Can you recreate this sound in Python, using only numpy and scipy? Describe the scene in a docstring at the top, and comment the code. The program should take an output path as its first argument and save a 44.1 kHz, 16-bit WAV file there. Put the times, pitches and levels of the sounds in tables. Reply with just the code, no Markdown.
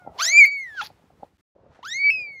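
"""A faint cat calls far off while bedding thumps and rustles; close by, a young kitten mews twice.
Each mew is a stack of harmonics on a moving pitch, with breath, a whistle-like or raspy treble and short cracks.
The far cat is three harmonics with a waver, each thump a short ringing tone, and the rustle shaped noise.
The kitten gets a short room tail. The sound drops out briefly before the second mew, and the
background changes colour during the longest dropout."""
import sys
import numpy as np
from scipy import signal
from scipy.fft import rfft, irfft
from scipy.io import wavfile
from scipy.ndimage import uniform_filter1d

SR = 44100
rng = np.random.default_rng(int(sys.argv[2]) if len(sys.argv) > 2 else 0)


def put_to_file(sound):
    """Save the sound as 16-bit audio at rate SR, in the file named by the first command-line argument."""
    columns = np.atleast_2d(sound).T  # one column per channel
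    safe = np.clip(columns, -1, 1)
    whole_steps = np.round(safe * 32767)
    wavfile.write(sys.argv[1], SR, whole_steps.astype(np.int16))


N = 105840  # samples, 2.4 seconds

# Background colour early and late. Each row: frequency in Hz, relative level in dB.
EARLY_COLOUR = [(18, -46), (30, -17), (88, 2.5), (444, -10), (520, -13.5), (624, -20), (749, -13),
                (974, -16.5), (1870, -20), (15600, -40)]
LATE_COLOUR = [(18, -41.5), (30, -15), (53, 6.5), (333, -5), (506, -1), (1200, -16), (1560, -19.5),
               (2030, -25.5), (6240, -39.5), (15600, -65)]
# Background loudness over time. Each row: time in seconds, then rumble, rustle and hiss levels in dB.
RUSTLE_LEVELS = [(0, -65.5, -59, -58.5), (.1, -51, -40, -63.5), (.2, -68, -31.5, -46),
                 (.235, -87.5, -41.5, -80), (0.362, -87, -89.5, -87.5), (.42, -72, -78, -78),
                 (0.552, -69.5, -58.5, -74.5), (0.658, -61, -62.5, -55.5), (.7, -66, -53.5, -53),
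                 (0.851, -55, -44.5, -54), (.95, -63.5, -56.5, -59), (1.151, -60.5, -58, -63),
                 (1.25, -63, -48.5, -58.5), (1.32, -65, -67, -66.5), (1.399, -65.5, -71.5, -62.5),
                 (1.56, -62.5, -58.5, -62), (1.7, -57, -55.5, -56), (1.75, -63, -55.5, -43.5),
                 (1.899, -60, -64, -61.5), (2.099, -63, -59, -78.5), (2.199, -56, -56, -61.5),
                 (2.27, -63.5, -50.5, -58.5), (2.4, -64.5, -72, -59.5)]
COLOUR_CHANGE_S = 1.48
RUMBLE_TOP_HZ, RUSTLE_TOP_HZ = 450, 1100  # where rumble gives way to rustle, and rustle to hiss
PATCHY_DB, FLICKER_DB, HISS_PATCHY_DB = 2.5, 2, 0.54  # unevenness of the lows (first two) and of the hiss

# The far cat's call. Each row: time in seconds, pitch in Hz, level in dB.
FAR_CALL = [(0, 736.4, -63), (.05, 707, -60), (0.108, 649, -63), (.17, 654.4, -70.5), (.2, 674.4, -48),
            (.3, 660.4, -50), (0.399, 643, -52.5), (.44, 666, -62.5), (.46, 677, -51), (.52, 642, -74.5)]
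HELD_NOTE_ROW = 4  # the held note starts at this row
FAR_OVERTONES_DB = {2: -11.5, 3: -23.5}  # harmonic number and level against the fundamental
FAR_ONSET_DB = 17  # extra overtones at the start, gone by the held note
FAR_WAVER = 0.004  # share of the pitch

# Soft thumps in the bedding. Each row: start in seconds, level in dB, pitch in Hz.
THUMP_HITS = [(0.018, -49, 790), (0.049, -48, 563), (0.062, -38, 802), (0.072, -28, 794), (0.109, -49, 700),
              (0.747, -49.5, 780), (0.9, -43.5, 784), (1.038, -52.5, 230), (1.101, -49, 734),
              (1.229, -30, 797), (1.561, -48.5, 537), (1.631, -50, 393), (1.662, -49, 551),
              (1.788, -45, 747), (2.199, -51, 538), (1.2245, -43, 635), (1.243, -48.5, 610)]
# Dull tones shared by every thump. Each row: frequency in Hz, level in dB against the thump's own pitch.
BEDDING_TONES = [(260, -10), (560, -5), (1350, -25.5)]
THUMP_RISE_S, THUMP_T60_S = 0.005, 0.016  # swell time, and time to fall by 60 dB

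# Short cracks and grit in the voice. Each row: start in seconds, level in dB, pitch in Hz.
VOICE_CRACKS = [(.199, -11.5, 5340), (0.835, -21, 2990), (.855, -33, 4400), (0.861, -37, 4473),
                (.8635, -22, 4600), (0.87, -22, 4440), (1.242, -48, 3500), (1.852, -21, 5000)]
CRACK_T60_S = 0.0029

# The two mews. Each row: time in seconds, pitch in Hz, then levels in dB of the fundamental,
# the second harmonic, the higher harmonics together and the breath.
FIRST_MEW_CURVES = [(0.178, 793.6, -85.5, -95, -82, -54), (0.188, 968, -34.5, -61, -44, -40),
                    (0.197, 1079, -28, -35.5, -32, -37.5), (0.21, 1234, -24.5, -31.5, -33, -29),
                    (0.225, 1516, -26, -34.5, -26, -43.5), (0.255, 1740, -39, -36, -22, -30.5),
                    (0.27, 1857, -31.5, -37, -23.5, -45), (0.285, 1999, -25, -24.5, -23, -36),
                    (0.31, 2142, -26, -33, -26.5, -45), (0.335, 2309, -17.5, -34, -32.5, -48),
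                    (0.365, 2327, -11, -33, -27, -71), (0.39, 2423, -5.5, -28, -36.5, -77),
                    (0.41, 2269, -8, -37, -30, -68.5), (0.43, 2218, -7, -37.5, -51, -68),
                    (0.445, 2143, -10, -33.5, -31.5, -51.5), (0.46, 2335, -19, -37, -64, -57.5),
                    (0.475, 2270, -22.5, -36, -47, -70), (0.5, 2234, -26.5, -41.5, -76, -88),
                    (0.525, 2290, -27.5, -48, -53, -82.5), (0.57, 2221, -28, -50, -74, -102),
                    (0.62, 2140, -32.5, -57.5, -55, -89.5), (0.67, 1923, -37.5, -71.5, -74, -66),
                    (0.72, 1733, -43, -64, -70.5, -79), (0.76, 1663, -42.5, -60, -79, -58.5),
                    (0.78, 1563, -31, -48, -64, -51), (0.797, 1437, -27, -50.5, -51, -46),
                    (0.811, 1310, -26, -36.5, -47.5, -47), (0.814, 831, -36.5, -34, -34.5, -36),
                    (0.833, 861, -32, -50, -38.5, -53), (0.84, 849.6, -95.5, -95, -105.5, -41),
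                    (0.872, 837.4, -87.5, -93.5, -97, -46), (0.876, 830, -90, -95, -95, -55),
                    (0.895, 829, -90, -95, -93, -78)]
SECOND_MEW_CURVES = [(1.823, 850, -94, -97, -106.5, -97), (1.83, 928, -40, -52, -50, -58.5),
                     (1.84, 1106, -42, -58.5, -50.5, -68), (1.862, 1441, -34, -50, -51, -46.5),
                     (1.89, 1727, -39, -42, -42, -66), (1.91, 1859, -38.5, -38.5, -43.5, -49),
                     (1.925, 1876, -35.5, -28, -38, -56.5), (1.945, 2081, -31, -40.5, -37.5, -63),
                     (1.97, 2151, -27.5, -40.5, -39.5, -60), (2.0, 2245, -25.5, -42, -67.5, -74.5),
                     (2.015, 2255, -22.5, -39.5, -71.5, -75.5), (2.032, 2240, -21.5, -40, -74.5, -78),
                     (2.045, 2308, -17, -39.5, -88, -78), (2.075, 2281, -16, -36.5, -82.5, -70.5),
                     (2.1025, 2269, -14, -43, -74.5, -76), (2.1035, 2632, -18.5, -44.5, -69, -65.5),
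                     (2.135, 2582, -24, -43.5, -73.5, -82.5), (2.17, 2530, -28.5, -45, -77, -88.5),
                     (2.22, 2433, -32, -49.5, -67.5, -93.5), (2.28, 2293, -37.5, -56.5, -93.5, -100),
                     (2.34, 2195, -41, -63.5, -80, -89), (2.4, 2078, -44, -64, -67, -95)]
# Places where the voice starts or breaks. Each row: middle in seconds, spread in seconds,
# pitch wobble as a share.
VOICE_BREAKS = [(.22, .045, .02), (.453, .008, .024), (.817, .004, .09), (1.85, .018, .015),
                (2.103, .012, .012)]
# Colour of the higher harmonics, and of the breath. Each row: frequency in Hz, relative level in dB.
MOUTH_COLOUR = [(2000, -2.5), (3300, 13.5), (5000, -12.5), (6400, -5.5), (7300, -16.5), (7700, -22),
                (8200, -43.5), (8800, -79)]
BREATH_COLOUR = [(200, -71), (600, -34.5), (900, -5), (1500, 1), (2800, 0), (4500, 6.5), (6800, -8),
                 (7800, -22.5), (8600, -48.5)]
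# Treble loudness, one list per mew. Each row: time in seconds, level in dB.
TREBLE_LEVELS = [
    [(0.18, -85), (0.188, -59), (0.222, -43), (0.27, -43), (0.374, -66), (0.434, -44), (0.446, -71),
     (0.458, -41), (0.5, -84), (0.578, -65), (0.762, -84.5), (0.844, -54), (0.868, -58), (0.9, -78)],
    [(1.825, -83.5), (1.873, -61), (1.917, -68.5), (1.999, -68.5), (2.081, -81), (2.095, -71.5),
     (2.103, -54), (2.111, -58.5), (2.151, -67.5), (2.177, -81), (2.315, -87.5), (2.323, -79), (2.383, -90),
     (2.4, -81)],
]
# Colour of the raspy treble. Each row: frequency in Hz, relative level in dB.
RASP_COLOUR = [(8300, -41.5), (9200, -10.5), (10200, -1), (12200, -5.5), (14300, -3.5), (15700, -9.5)]
# Narrow whistling treble bands heard with the mew. Each row: middle in Hz, half-width in Hz,
# relative level in dB.
WHISTLE_BANDS = [(7950, 90, -3), (10200, 110, 0), (12200, 150, -5), (14250, 80, -10)]
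JITTER, SHIMMER_DB = 0.003, 0.3  # constant wobble of pitch (a share), and of the fundamental's level
HOARSE_DB, GRIT_DB = 2, -0.5  # unevenness of the higher harmonics, and of the breath
PUFF = 0.28  # how strongly each cycle of the voice swells the breath
BANDS_ONLY_DB, RASP_ONLY_DB = -41, -22.5  # breath against the fundamental: only bands, only rasp
BLUR_HZ, VOICED = 170, 0.85  # blur of the treble harmonics, and their part in the rasp
TREBLE_DRIFT_DB = 1.8
KITTEN_LOW_HZ = 650  # lows below this are weakened in the kitten's sound
ROOM_T60_S, ROOM_DB = 0.16, -18.5  # fall time of the room tail, and its level against the kitten

# Moments when the sound drops out. Each row: start in seconds, end in seconds, depth in dB.
QUIET_GAPS = [(1.373, 1.381, -21), (1.411, 1.551, -60), (1.742, 1.746, -17)]
MIC_LOW_HZ, EDGE_HZ = 52, 15741  # lowest and highest frequency kept


def amp(db):
    """Turn decibels into a plain multiplier."""
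    return 10 ** (np.asarray(db) / 20)


def evened(x):
    """Scale to an rms of 1."""
    return x / np.sqrt(np.mean(x ** 2) + 1e-20)


def read(points, hz):
    """Look up a colour table, moving evenly in log frequency between its rows."""
    f, value = np.transpose(points)
    return np.interp(np.log(hz + 1), np.log(f + 1), value)


def drift(size):
    """Smooth chance of rms 1; a larger size (in samples) drifts more slowly."""
    return evened(uniform_filter1d(uniform_filter1d(rng.standard_normal(N), size), size))


def hiss(gain):
    """Noise of rms 1 with the given gain per frequency."""
    return evened(irfft(rfft(rng.standard_normal(N)) * gain, N))


def high_pass(x, order, hz):
    """Weaken everything below a frequency."""
    return signal.sosfilt(signal.butter(order, hz, "high", fs=SR, output="sos"), x)


def rustle():
    """Random short-time spectra, patchy and flickering in the lows, smoother in the hiss."""
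    frames = N // 128 + 5
    hz = np.fft.rfftfreq(512, 1 / SR)[:, None]
    real, imaginary, patches = rng.standard_normal((frames, 257, 3)).T
    noise = real + 1j * imaginary
    patches = evened(uniform_filter1d(uniform_filter1d(patches, 3, 0), 8, 1))
    flicker = evened(uniform_filter1d(rng.standard_normal(frames), 4))
    t = np.arange(frames) * 128 / SR
    s, *levels = np.transpose(RUSTLE_LEVELS)
    rumble_db, rustle_db, hiss_db = (np.interp(t, s, c) for c in levels)
    # Soft shares: near 1 below each frequency, near 0 above
    below_rumble_top, below_rustle_top = (1 / (1 + (hz / f) ** 6) for f in (RUMBLE_TOP_HZ, RUSTLE_TOP_HZ))
    level = below_rumble_top * rumble_db + (below_rustle_top - below_rumble_top) * rustle_db
    level = level + below_rustle_top * (PATCHY_DB * patches + FLICKER_DB * flicker)
    level = level + (1 - below_rustle_top) * (hiss_db + HISS_PATCHY_DB * patches)
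    colour = amp(np.where(t < COLOUR_CHANGE_S, read(EARLY_COLOUR, hz), read(LATE_COLOUR, hz)))
    colour = colour / np.sqrt((colour ** 2).mean(0))
    white = signal.istft(noise, nperseg=512, noverlap=384)[1].std()
    return signal.istft(noise * colour * amp(level) / white, nperseg=512, noverlap=384)[1][:N]


def far_cat():
    """A dull call: a fundamental that wavers slightly, with overtones that grow hoarser."""
    t = np.arange(N) / SR
    s, hz, db = np.transpose(FAR_CALL)
    held_s = s[HELD_NOTE_ROW]
    pitch = np.interp(t, s, hz) * (1 + FAR_WAVER * drift(size=300))
    turn = 2 * np.pi * np.cumsum(pitch) / SR
    bright = FAR_ONSET_DB * np.clip(1 - t / held_s, 0, 1)
    tone = amp(2.4 * drift(size=260)) * np.cos(turn)
    for k, overtone_db in FAR_OVERTONES_DB.items():
        hoarse = 1 + t / held_s * drift(size=120)
        tone = tone + amp(overtone_db + bright) * hoarse * np.cos(k * turn)
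    return np.sqrt(2) * tone * amp(np.interp(t, s, db, right=-200))


def thumps():
    """Each thump swells quickly and rings a few cycles over the dull body of the bedding."""
    out = np.zeros(N + SR)
    t = np.arange(3000) / SR
    shape = (1 - np.exp(-(t / THUMP_RISE_S) ** 2)) * amp(-60 * t / THUMP_T60_S)
    shape = shape / shape.max()
    body = sum(amp(db) * np.sin(2 * np.pi * hz * t) for hz, db in BEDDING_TONES)
    for s, db, hz in THUMP_HITS:
        out[round(s * SR):][:len(t)] += amp(db) * (np.sin(2 * np.pi * hz * t) + body) * shape
    return out[:N]


def room(x):
    """A short soft-furnished tail of sparse echoes that die away."""
    taps = np.zeros(12000)
    at = np.arange(200, 11980, 20)
    sign = rng.choice([-1., 1.], len(at))
    taps[at + rng.integers(0, 20, len(at))] = sign * amp(-60 * at / SR / ROOM_T60_S)
    return signal.fftconvolve(x, taps / np.linalg.norm(taps))[:N]


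def cracks():
    """Each crack is a sine that rings a few cycles and dies away fast."""
    out = np.zeros(N)
    t = np.arange(400) / SR
    for s, db, hz in VOICE_CRACKS:
        rise = np.minimum(t * hz / 2, 1)  # over two cycles
        out[round(s * SR):][:len(t)] += amp(db - 60 * t / CRACK_T60_S) * rise * np.sin(2 * np.pi * hz * t)
    return out


def raspy_treble(hz, turn):
    """High harmonics blurred by slow noise, mixed with hiss of the same colour table."""
    k = np.arange(4, 19)[:, None]
    weight = amp(read(RASP_COLOUR, k * hz)) * (k * hz < EDGE_HZ)
    r = np.exp(-np.pi * BLUR_HZ / SR)
    fuzz = evened(signal.lfilter([1], [1, -2 * r, r * r], rng.standard_normal((len(k), N))))
    blurred = (weight * fuzz * np.sqrt(2) * np.cos(k * turn)).sum(0)
    blurred = blurred / np.sqrt((weight ** 2).sum(0) + 1e-12)
    coloured_hiss = hiss(amp(read(RASP_COLOUR, np.fft.rfftfreq(N, 1 / SR))))
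    return VOICED * blurred + np.sqrt(1 - VOICED ** 2) * coloured_hiss


def mew(table, treble):
    """Harmonics on the pitch curve, breath puffed once per cycle, and a raspy treble that narrows to bands."""
    t, f = np.arange(N) / SR, np.fft.rfftfreq(N, 1 / SR)
    s, *curves = np.transpose(table)
    hz, first, second, higher, breath = (np.interp(t, s, c) for c in curves)
    wobble = JITTER + sum(w * np.exp(-((t - mid) / d) ** 2) for mid, d, w in VOICE_BREAKS)
    turn = 2 * np.pi * np.cumsum(hz * (1 + wobble * drift(size=40))) / SR

    k = np.arange(3, 10)[:, None]
    weight = amp(read(MOUTH_COLOUR, k * hz))
    weight = weight / np.sqrt((weight ** 2).sum(0) + 1e-12)
    top = amp(higher + HOARSE_DB * drift(size=90)) * (weight * np.cos(k * turn + k * k)).sum(0)
    fundamental = amp(first + SHIMMER_DB * drift(size=150)) * np.cos(turn)
    tone = fundamental + amp(second) * np.sin(2 * turn) + top

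    puffs = 1 + PUFF * np.cos(turn)
    air = amp(breath + GRIT_DB * drift(size=40)) * hiss(amp(read(BREATH_COLOUR, f))) * puffs

    # More breath against the fundamental widens the treble from bands to rasp
    wide = np.clip((breath - first - BANDS_ONLY_DB) / (RASP_ONLY_DB - BANDS_ONLY_DB), 0, 1)
    bands = hiss(sum(amp(db) * np.exp(-((f - mid) / width) ** 2) for mid, width, db in WHISTLE_BANDS))
    mixed = wide * raspy_treble(hz, turn) + np.sqrt(1 - wide ** 2) * bands
    shine = amp(np.interp(t, *np.transpose(treble)) + TREBLE_DRIFT_DB * drift(size=300)) * mixed
    sounding = (t >= s[0]) & (t <= s[-1])
    return sounding * (np.sqrt(2) * tone + air + shine)


def scene():
    """Both mews and the cracks lose their lows, then join their room tail and the background."""
    kitten = mew(FIRST_MEW_CURVES, TREBLE_LEVELS[0]) + mew(SECOND_MEW_CURVES, TREBLE_LEVELS[1]) + cracks()
    kitten = high_pass(kitten, 6, KITTEN_LOW_HZ)
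    return (kitten + amp(ROOM_DB) * room(kitten) + far_cat() + thumps() + rustle())[None]


def record(dry):
    """The microphone loses the deep bass, the sound drops out briefly, and the highest treble is cut."""
    t = np.arange(N) / SR
    depth = sum(db * ((t > a) & (t < b)) for a, b, db in QUIET_GAPS)
    gate = uniform_filter1d(amp(depth), 90)  # soft edges
    kept = high_pass(dry, 4, MIC_LOW_HZ) * gate
    treble_cut = signal.firwin(511, EDGE_HZ, window=("kaiser", 9), fs=SR)
    return signal.oaconvolve(kept, treble_cut[None], "same")


dry = scene()
out = record(dry)
put_to_file(out)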